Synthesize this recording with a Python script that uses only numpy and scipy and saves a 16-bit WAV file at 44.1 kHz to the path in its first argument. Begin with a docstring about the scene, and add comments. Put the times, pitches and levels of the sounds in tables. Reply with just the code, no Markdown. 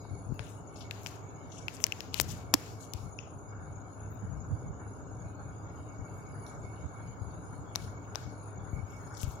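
"""An electric fan whirs in a quiet room: shaped noise for its turbulent air, over a sine at blade-passing rate.
Someone carries a phone near it; a hand fidgets, bumps and shifts its grip as low rumble and decaying sines.
Finger clicks excite case resonances with a short room tail; rubs, and soft hiss around some clicks, are
swells of band-passed noise. Narrow noises and arcing tones make faint whines. A noise suppressor holds the
treble down until a band rises out of its floor, so the hiss comes up for a moment after louder sounds."""
import sys
import numpy as np
from scipy import signal
from scipy.fft import rfft, irfft
from scipy.io import wavfile
from scipy.ndimage import uniform_filter1d

SR = 44100
rng = np.random.default_rng(int(sys.argv[2]) if len(sys.argv) > 2 else 0)


def materialize(psi):
    """Save the field psi as 16-bit PCM at rate SR to the path in sys.argv[1].

    A 1-D psi becomes a single channel; in a 2-D psi each row is a channel.
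    """
    bounded = np.clip(np.atleast_2d(psi).T, -1, 1)
    quanta = np.round(bounded * 32767).astype(np.int16)
    wavfile.write(sys.argv[1], SR, quanta)


N = 414540
TIME = np.arange(N) / SR


def undb(db):
    """Decibel definition: an amplitude gain is ten to the power db / 20."""
    return 10 ** (np.asarray(db) / 20)


def unit(x):
    """Normalisation: scale to rms 1."""
    return x / np.sqrt(np.mean(x ** 2))


def curves(table):
    """Linear interpolation: each column after start_s as one value per sample."""
    start_s, *columns = np.transpose(table)
    return [np.interp(TIME, start_s, column) for column in columns]


def at_hz(points, hz):
    """Logarithmic frequency scale: read (frequency, value) points between their marks."""
    point_hz, value = np.transpose(points)
    return np.interp(np.log(np.maximum(hz, 1)), np.log(point_hz), value)


def shape(x, gain):
    """Linear filtering: multiply the spectrum by a gain given as a function of frequency."""
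    return irfft(rfft(x) * gain(np.fft.rfftfreq(N, 1 / SR)), N)


def noise(colour, channels=2):
    """Coloured noise: uncorrelated white noises filtered to a given spectrum."""
    white = rng.standard_normal((channels, N))
    return unit(shape(white, lambda f: undb(at_hz(colour, f))))


def band(hz, width_hz):
    """Narrow-band noise: two uncorrelated noises around one pitch."""
    white = rng.standard_normal((2, N))
    return unit(shape(white, lambda f: 1 / (1 + ((f - hz) / width_hz) ** 2) ** 2))


def walk(rate_hz):
    """Random modulation: low-passed noise of rms 1 that wanders up to about rate_hz."""
    return unit(shape(rng.standard_normal(N), lambda f: 1 / (1 + (f / rate_hz) ** 4)))


def pan(left_minus_right_db):
    """Interchannel level difference: left and right gains with a mean of 1."""
    left = np.atleast_1d(undb(left_minus_right_db))
    return 2 * np.array([left, np.ones_like(left)]) / (1 + left)


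def swell(peak_s, rise_s, fall_s):
    """Gaussian envelope: a rounded rise to 1 and a rounded fall, each with its own spread."""
    spread_s = np.where(TIME < peak_s, rise_s, fall_s)
    return np.exp(-0.5 * np.minimum(((TIME - peak_s) / spread_s) ** 2, 10 ** 2))


def add(out, start_s, sound):
    """Superposition: mix a sound in at its start time."""
    i = int(start_s * SR)
    out[:, i:i + sound.shape[-1]] += sound[..., :N - i]


# spectrum of the fan's air before its bass roll-off: frequency_hz, density_db (relative, per Hz)
AIR_COLOUR = [(35, -16), (100, -1), (135, -7), (170, -9), (230, -19), (255, -12.5), (310, -12.5),
              (355, -21), (395, -15), (540, -22), (605, -19.5), (680, -24), (900, -22), (1200, -24.5),
              (1420, -23.5), (1700, -34), (2100, -62), (3800, -120)]
# correlation of the air noise at the two microphones: frequency_hz, correlation (0-1)
AIR_LIKENESS = [(60, 0.38), (130, 0.078), (290, 0.8), (640, 0.83), (1400, 0.012), (3000, 0.25)]
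# the fan as heard from the moving phone: start_s, relative_level_db, upper_gain_db, left_minus_right_db
FAN_PATH = [(0.0, -54, -10, 2), (1.18, -54.5, -0.5, 1), (1.83, -54, -6, 0.5), (2.22, -53, -4.5, 1),
            (3.14, -55.5, 1, 1), (4.34, -55.5, -1, 4.5), (4.55, -52.5, -3, 0.5), (5.47, -54.5, -2, 1.5),
            (6.54, -53, 0.5, 1), (6.94, -55.5, 0.5, 1), (7.59, -54, 0.5, 1), (9.4, -55, 3, 2.5)]
# gain of the top of the whir, which comes and goes: start_s, gain_db
WHIR_TOP = [(0, -19), (.7, 2), (.85, 0), (1.2, -9), (1.8, -16), (2.2, -4), (2.9, -5.5), (3.2, -17),
            (3.5, 11), (6.5, 5.5), (9.4, 4)]


def fan(shaft_hz=20.2, throb=0.11, blade_hz=104.1, blade_db=-53, waver_db=4.0):
    """Aerodynamic noise: turbulent air throbs once a turn over a wavering blade-passing tone."""
    flicker_db, air_db, bass_edge_hz, upper_hz, top_hz = 2.0, 7.0, 150, 900, 1500
    level_db, upper_db, pan_db = curves(FAN_PATH)
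    mid, side = noise(AIR_COLOUR)
    # more mid than side where the two microphones hear alike
    mid = shape(mid, lambda f: np.sqrt(1 + np.clip(at_hz(AIR_LIKENESS, f), 0, 1)))
    side = shape(side, lambda f: np.sqrt(1 - np.clip(at_hz(AIR_LIKENESS, f), 0, 1)))
    air = np.array([mid + side, mid - side])
    air = shape(air, lambda f: 1 / np.sqrt(1 + (bass_edge_hz / (f + 1)) ** 2))
    upper = shape(air, lambda f: 1 / (1 + (upper_hz / (f + 1)) ** 4))
    upper_gain = undb(upper_db + flicker_db * walk(20.3))
    air = unit(air + upper * (upper_gain - 1)) * undb(level_db + air_db)
    top_gain_db, = curves(WHIR_TOP)
    top = shape(air, lambda f: 1 / (1 + (top_hz / (f + 1)) ** 16))
    air += top * (undb(top_gain_db) - 1)
    air += undb(-59.5) * band(730, 160)  # grille
    # phase of a slightly unsteady 1 Hz rotation, scaled to each pitch below
    turn = 2 * np.pi * np.cumsum(1 + 0.0024 * walk(2.4)) / SR
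    air *= (1 + throb * np.sin(shaft_hz * turn)) * pan(pan_db)
    hum = np.sqrt(2) * np.sin(blade_hz * turn) * undb(blade_db + waver_db * walk(6.0))
    return air + hum * pan(1.5)


# spectrum of the handling rumble: frequency_hz, density_db (relative, per Hz)
RUMBLE_COLOUR = [(25, -40), (38, -7), (55, -0.5), (80, 4), (125, 3), (180, -5), (300, -20.5), (600, -69.5)]
# the hand rests lightly at first, then holds more restlessly: start_s, rumble_level_db
RESTLESS = [(0, -53), (1.9, -66), (2.3, -62.5), (3.4, -49.5), (4.3, -50.5), (5.6, -50.5), (7.2, -48),
            (9.4, -52)]
# shifts of the grip, each a short swell of rumble: peak_s, half_length_s, level_db, left_minus_right_db
GRIPS = [(0.12, 0.02, -41, 15), (0.304, 0.022, -34, 24), (2.277, 0.11, -40, 5), (3.058, 0.029, -42.5, 17.5),
         (4.24, 0.01, -37, -26), (4.37, 0.079, -37.5, 15), (4.528, 0.022, -34.5, -24),
         (4.687, 0.019, -37, -15), (5.151, 0.022, -50.5, 14), (5.256, 0.012, -37, 4),
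         (6.018, 0.029, -41, 13), (6.853, 0.012, -38.5, -21.5), (7.27, 0.022, -42.5, 18),
         (7.596, 0.016, -50, 10), (7.85, 0.045, -42.5, 6), (8.277, 0.031, -44, 20), (8.78, 0.016, -38, 26),
         (9.272, 0.05, -42.5, 0)]
# soft bumps of the hand on the case: start_s, level_db, pitch_hz, t60_s, left_minus_right_db
BUMPS = [(.304, -44, 84.6, 0.038, 12), (.322, -17, 130, 0.023, 20), (0.398, -29, 112, 0.087, 13),
         (2.201, -40.5, 292, 0.033, 9), (2.209, -24.5, 114.3, 0.045, 12),
         (2.5422, -18, 297.6, 0.037, -29.5), (2.946, -25, 88, 0.043, 21), (4.509, -29.5, 83, 0.064, 5),
         (5.99, -31.5, 95, 0.086, 22), (7.211, -27.5, 97, 0.093, 21), (8.731, -17.5, 75.4, 0.032, 12),
         (8.827, -29, 95, 0.1, 15), (9.233, -21, 99, 0.055, 21), (9.273, -21.5, 84, 0.045, 18)]


def ring(hz, t60_s, length_s=0.13):
    """Damped oscillation: a sine that falls by 60 dB in t60_s."""
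    t = TIME[:int(length_s * SR)]
    return np.sin(2 * np.pi * hz * t) * np.exp(-np.log(1000) * t / t60_s)


def handling(fidget_db=3.0, fidget_hz=6, apart=0.5, left_db=2.0):
    """Structure-borne sound: fidgeting and grip shifts rumble through the case, and bumps ring it."""
    rest_db, = curves(RESTLESS)
    mid, side = noise(RUMBLE_COLOUR)
    pressure = undb(rest_db + fidget_db * walk(fidget_hz)) * pan(left_db)
    for peak_s, half_s, level_db, pan_db in GRIPS:
        grip = undb(level_db) * swell(peak_s, half_s, half_s) * pan(pan_db)
        pressure = np.hypot(pressure, grip)  # unrelated sounds add in power
    out = unit(np.array([mid + apart * side, mid - apart * side])) * pressure
    for start_s, level_db, pitch_hz, t60_s, pan_db in BUMPS:
        add(out, start_s, undb(level_db) * ring(pitch_hz, t60_s) * pan(pan_db))
    return out


# spectrum of the hiss with the suppressor open: frequency_hz, density_db (relative, per Hz)
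HISS_COLOUR = [(800, 5.5), (1600, 9.5), (2000, 5.5), (2700, 5), (3200, 0.5), (4300, 3), (5600, 1.5),
               (6300, 0), (7500, 0), (8500, -13), (12000, -7.5), (15500, -15.5)]
# drift of the hiss before suppression: start_s, level_db
HISS_LEVEL = [(0, -55), (2.5, -53.5), (3.6, -57.5), (4.6, -56), (5.4, -55.5), (6.6, -54), (7.4, -55),
              (9.4, -54)]


def hiss(left_db=7.0):
    """Microphone self-noise: uncorrelated coloured noise whose level drifts."""
    level_db, = curves(HISS_LEVEL)
    return undb(level_db) * noise(HISS_COLOUR) * pan(left_db)


# the motor's whine comes and goes: start_s, level_db
MOTOR_LEVEL = [(0, -75), (.35, -76), (.6, -75), (1.3, -69.5), (1.7, -76.5), (2.7, -76), (3.05, -71.5),
               (3.3, -96), (3.5, -73.5), (5, -76.5), (6.1, -70), (9.4, -71)]


def motor(hz=2228, width_hz=90, waver_db=4.0, pan_db=-14):
    """Amplitude modulation: the fan motor's thin whine is wavering narrow noise, mostly on the right."""
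    level_db, = curves(MOTOR_LEVEL)
    return undb(level_db + waver_db * walk(6)) * band(hz, width_hz) * pan(pan_db)


# continuous faint electronic whines that flutter and pulse:
# pitch_hz, width_hz, level_db, flutter_db, pulse_depth (0-1), left_minus_right_db
WHINES = [(2820, 37, -88.5, 3.5, 0.2, -6.5), (3650, 70, -89, 3, 0.1, -0.5), (6700, 110, -65, 2.5, .12, 4.5),
          (6900, 240, -74.5, 2, .12, -5)]
# even runs of bursts of a higher whine, near one of two pitches: first_burst_s, last_burst_s, pitch_hz
WHINE_RUNS = [(0.15, 1.4, 10120), (0.19, .46, 9720), (1.642, 1.93, 10000), (2.247, 2.84, 10300),
              (3.093, 3.68, 9800), (3.972, 4.6, 10300), (4.907, 6.72, 9810), (6.398, 7.33, 10330),
              (7.507, 9.03, 9710), (8.416, 8.72, 10320)]


def whine(pulse_hz=12.0, burst_every_s=0.3077, burst_half_s=0.12, burst_db=-74.5, burst_pan_db=-11):
    """Amplitude and frequency modulation: low whines flutter and pulse, a high one repeats in arcs."""
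    blur_hz, flutter_db, bend_hz, scatter_hz, scatter_db = 180, 2.5, -130, 55, 2
    pulse = np.sin(2 * np.pi * np.cumsum(pulse_hz * (1 + 0.17 * walk(2.4))) / SR)
    out = np.zeros((2, N))
    for hz, width_hz, level_db, waver_db, depth, pan_db in WHINES:
        gain = undb(level_db + waver_db * walk(36.0)) * (1 + depth * pulse)
        out += gain * band(hz, width_hz) * pan(pan_db)
    # a complex random envelope widens the pitch into a narrow band
    blur = (walk(blur_hz) + 1j * walk(blur_hz)) * undb(flutter_db * walk(3.3))
    for first_s, last_s, hz in WHINE_RUNS:
        for burst_s in np.arange(first_s, last_s + burst_every_s / 2, burst_every_s):
            near = np.abs(TIME - burst_s) < 2 * burst_half_s
            u = (TIME[near] - burst_s) / burst_half_s
            pitch_hz = hz + scatter_hz * rng.standard_normal() + bend_hz * u ** 2
            phase = 2 * np.pi * np.cumsum(pitch_hz) / SR
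            burst = np.real(blur[near] * np.exp(1j * phase)) * np.exp(-u ** 4)
            gain = undb(burst_db + scatter_db * rng.standard_normal())
            out[:, near] += gain * burst * pan(burst_pan_db)
    return out


def minimum_phase(gain):
    """Minimum phase: folding the cepstrum gives the quickest causal response with this spectrum."""
    cepstrum = irfft(np.log(gain + 1e-9))
    half = len(cepstrum) // 2
    cepstrum[1:half] *= 2
    cepstrum[half + 1:] = 0
    return irfft(np.exp(rfft(cepstrum)))


# resonances of the phone case and microphone port: pitch_hz, undamped_width_hz, relative_level_db
CASE = [(810, 1550, 0.5), (2620, 1100, 0), (3930, 1800, 0.5), (5640, 2300, -0.5), (12400, 4500, -1)]
# finger clicks: start_s, five relative levels_db (one per case resonance),
# damping by the finger (factor on the widths), left_minus_right_db
CLICKS = [(.052, -49.5, -66, -69, -72, -81.5, 0.44, 8), (0.343, -74, -64, -78, -70, -63, 1.4, 22),
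          (0.3937, -38, -46.5, -45.5, -70, -85, 0.83, 43), (0.9108, -59, -37.5, -61, -47.5, -56, 1.35, 44),
          (1.034, -72.5, -69.5, -70, -55, -59, 1.2, 25), (1.0624, -44.5, -37.5, -70, -43.5, -70, 0.74, 39),
          (1.07, -56, -52, -71, -46.5, -52, 1.2, 31), (1.6828, -47.5, -36, -64, -46.5, -57.5, 0.76, 48),
          (1.768, -74, -65.5, -68, -49.5, -68.5, 0.73, 25), (1.803, -47, -56, -69, -57.5, -58.5, .9, 27),
          (1.8406, -41, -27.5, -60.5, -20.5, -35, 0.75, 26), (1.8667, -46, -43, -62, -46.5, -43, 2, 26),
          (1.9224, -60, -34.5, -56, -41.5, -51, 0.71, 31), (2.0058, -63, -41.5, -61, -42.5, -51, 1.0, 46),
          (2.143, -63.5, -46.5, -43, -41, -43, 0.76, 40), (2.1434, -59, -37.5, -38, -38.5, -48, 0.95, 50),
          (2.1999, -30, -26, -30.5, -22.5, -28, 1.6, 22), (2.2143, -57, -56, -53, -37.5, -35, 1.3, 24),
          (2.5394, -23.5, -28.5, -33, -31, -24.5, 1.8, 10), (2.5406, -30.5, -27, -27, -14, -24, 1.2, 14.5),
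          (2.9362, -64, -51.5, -67, -39.5, -46.5, 1.5, 40), (3.189, -59, -42.5, -71.5, -48, -88, 0.36, 22),
          (6.466, -87, -69, -56.5, -54, -65.5, 0.57, 7), (7.7533, -50, -54, -51, -49, -63, 0.93, 7.5),
          (7.758, -38, -47, -38.5, -31.5, -42.5, 0.55, 41), (8.1495, -50, -59, -58, -56, -64, .9, 14),
          (8.1567, -39, -47, -43, -35.5, -52.5, 0.52, 38), (9.232, -70, -52, -51, -46.5, -45, 2.18, 35)]


def clicks(crunch=0.11, crunch_s=0.0012):
    """Impulse excitation: a snap and its crunch ring the case, more briefly where the finger damps it."""
    out = np.zeros((2, N))
    t = TIME[:SR // 200]
    f = np.fft.rfftfreq(1024, 1 / SR) + 1
    grits = rng.standard_normal((len(CLICKS), len(t)))
    for (start_s, *levels_db, damping, pan_db), grit in zip(CLICKS, grits):
        contact = crunch * grit * np.exp(-t / crunch_s)
        contact[0] += 1  # the snap
        power = np.zeros(len(f))
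        for (hz, width_hz, case_db), level_db in zip(CASE, levels_db):
            resonance = 1 / (1 + ((f - hz ** 2 / f) / (width_hz * damping)) ** 2)
            power += (undb(level_db + case_db) * unit(resonance)) ** 2
        click = np.convolve(unit(contact), minimum_phase(np.sqrt(power)))
        add(out, start_s, click * pan(pan_db))
    return out


def room(x, t60_s=0.84, wet_db=-28, gap_s=0.0016):
    """Diffuse reverberation: convolve with a short decaying noise that builds up over about gap_s."""
    t = TIME[:SR // 2]
    decay = np.exp(-np.log(1000) * t / t60_s) * (1 - np.exp(-t / gap_s))
    tail = rng.standard_normal((2, len(t))) * decay
    tail /= np.sqrt(np.sum(tail ** 2, axis=1, keepdims=True))
    return x + undb(wet_db) * signal.fftconvolve(x.mean(axis=0, keepdims=True), tail, axes=1)[:, :N]


# finger rubs, and soft swells of hiss around some clicks:
# peak_s, rise_s, fall_s, level_db (before the band filter), low_edge_hz, top_edge_hz
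RUBS_AND_SWELLS = [(0.471, 0.027, 0.081, -56.5, 2040, 14000), (0.798, 0.026, 0.023, -52, 3980, 6000),
                   (.79, .05, 0.04, -54.5, 2580, 12500), (1.06, 0.055, 0.097, -54, 4850, 14200),
                   (1.575, 0.09, 0.06, -53.5, 5400, 6850), (1.575, 0.06, .05, -53.5, 2510, 10630),
                   (1.752, 0.018, 0.0058, -45, 5000, 12600), (1.822, 0.011, 0.017, -46, 6030, 15500),
                   (2.177, 0.028, 0.017, -43.5, 1800, 13000), (2.212, 0.0031, 0.0049, -25, 5900, 15500),
                   (2.237, 0.0067, 0.012, -47, 4500, 15000), (2.315, 0.022, 0.019, -42.5, 5400, 15530),
                   (2.40, 0.045, 0.032, -57.5, 2990, 12050), (2.545, 0.0023, .004, -43.5, 1500, 15080),
                   (2.661, 0.044, 0.066, -62, 2241, 11870), (2.827, 0.022, 0.036, -52, 4300, 13030),
                   (3.2, .006, 0.078, -58, 2360, 2900), (3.21, 0.013, .055, -58, 5350, 5985),
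                   (4.13, 0.023, 0.023, -55.5, 10360, 15560), (5.791, 0.051, .03, -60.5, 11000, 15570),
                   (6.18, 0.052, 0.035, -59.5, 8030, 14850), (7.835, 0.017, 0.015, -54.5, 3000, 13200),
                   (8.228, 0.012, 0.012, -63.5, 3500, 13000), (8.73, 0.023, 0.033, -58.5, 11000, 15500),
                   (8.93, 0.06, 0.15, -60.5, 3630, 14610), (9.19, 0.033, 0.03, -48.5, 4570, 11300),
                   (9.222, 0.017, 0.014, -42, 5640, 12040), (9.31, 0.036, 0.037, -53.5, 3870, 13900)]
# spectrum shared by the rubs and hiss swells: frequency_hz, density_db (relative, per Hz)
RUB_COLOUR = [(1000, -8.5), (2000, -6), (2800, 4.5), (4300, -4.5), (5800, -1.5), (7200, -2), (9000, -13.5),
              (13000, -9.5), (16000, -13)]


def rubs_and_swells(grain_db=2.0, catch_db=4.0, catch_hz=55, left_db=17):
    """Stick-slip friction: grainy noise with odd snags, fluttering by octave, for rubs and hiss swells."""
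    snags_per_s, snag_db, snag_spread_db = 170, -7, 3
    out = np.zeros((2, N))
    snag_gain = undb(snag_spread_db * np.clip(rng.standard_normal(N), -2, 2))
    snags = (rng.random(N) < snags_per_s / SR) * snag_gain
    snags = unit(shape(snags, lambda f: undb(at_hz(RUB_COLOUR, f))))
    grains = noise(RUB_COLOUR) * undb(grain_db * walk(400)) + undb(snag_db) * snags
    slips = np.zeros((2, N))
    for hz in 1000 * 2 ** np.arange(5):
        octave = shape(grains, lambda f: np.maximum(1 - np.abs(np.log2((f + 1) / hz)), 0))
        slips += octave * undb(catch_db * walk(catch_hz))
    slips = unit(slips)
    for peak_s, rise_s, fall_s, level_db, low_hz, top_hz in RUBS_AND_SWELLS:
        edges_hz = np.clip([low_hz, max(top_hz, low_hz + 100)], 100, 0.45 * SR)
        band_pass = signal.butter(2, edges_hz, "band", fs=SR, output="sos")
        out += undb(level_db) * swell(peak_s, rise_s, fall_s) * signal.sosfilt(band_pass, slips)
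    return out * pan(left_db)


def scene():
    """Superposition: fan, hand, microphone hiss, clicks in the room, rubs and hiss swells add up."""
    return fan() + handling() + hiss() + room(clicks()) + rubs_and_swells()


def suppress(x, split_hz=1620, closed_db=-24.0, patchy_db=7.5, release_db_per_s=170, fade_db_per_s=125):
    """Spectral gating: each treble band stays down until it rises out of its floor, then closes slowly."""
    margin_db, knee_db, link, ceiling_db, opening_share = 4.5, 1.65, 0.21, 19, 0.87
    hz, s, spectrum = signal.stft(x, SR, nperseg=512)
    power = uniform_filter1d(np.abs(spectrum) ** 2, size=15, axis=1)
    # each channel also listens a little to the other
    db = 10 * np.log10(np.abs(power + link * power[::-1]) + 1e-18)
    over_db = db - np.median(db, axis=2, keepdims=True)
    # loud hits hold it open only a little longer
    over_db -= (1 - opening_share) * np.maximum(over_db - ceiling_db, 0)
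    release = release_db_per_s * s
    held_db = np.maximum.accumulate(over_db + release, axis=2) - release
    patches = uniform_filter1d(rng.standard_normal(db[:1].shape), size=12, axis=2)
    patches = unit(uniform_filter1d(patches, size=3, axis=1))
    shut = 1 / (1 + np.exp(np.minimum((held_db - margin_db) / knee_db, 20)))
    cut_db = shut * (closed_db + patchy_db * patches)
    # the gain opens at once but falls no faster than the fade
    fading = fade_db_per_s * s
    cut_db = np.maximum.accumulate(cut_db + fading, axis=2) - fading
    treble = 1 - 1 / (1 + (hz[:, None] / split_hz) ** 14)
    return signal.istft(spectrum * undb(cut_db * treble), SR)[1][:, :N]


def record(dry, low_cut_hz=48, top_hz=15900):
    """Band limiting: the phone gates the scene, passes both whines whole, cuts deep bass, clips, cuts the top."""
    sound = suppress(dry) + whine() + motor()
    high_pass = signal.butter(5, low_cut_hz, "high", fs=SR, output="sos")
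    sound = np.clip(signal.sosfilt(high_pass, sound), -1, 1)
    low_pass = signal.ellip(8, 0.2, 70, top_hz, fs=SR, output="sos")
    return signal.sosfilt(low_pass, sound)


dry = scene()
out = record(dry)
materialize(out)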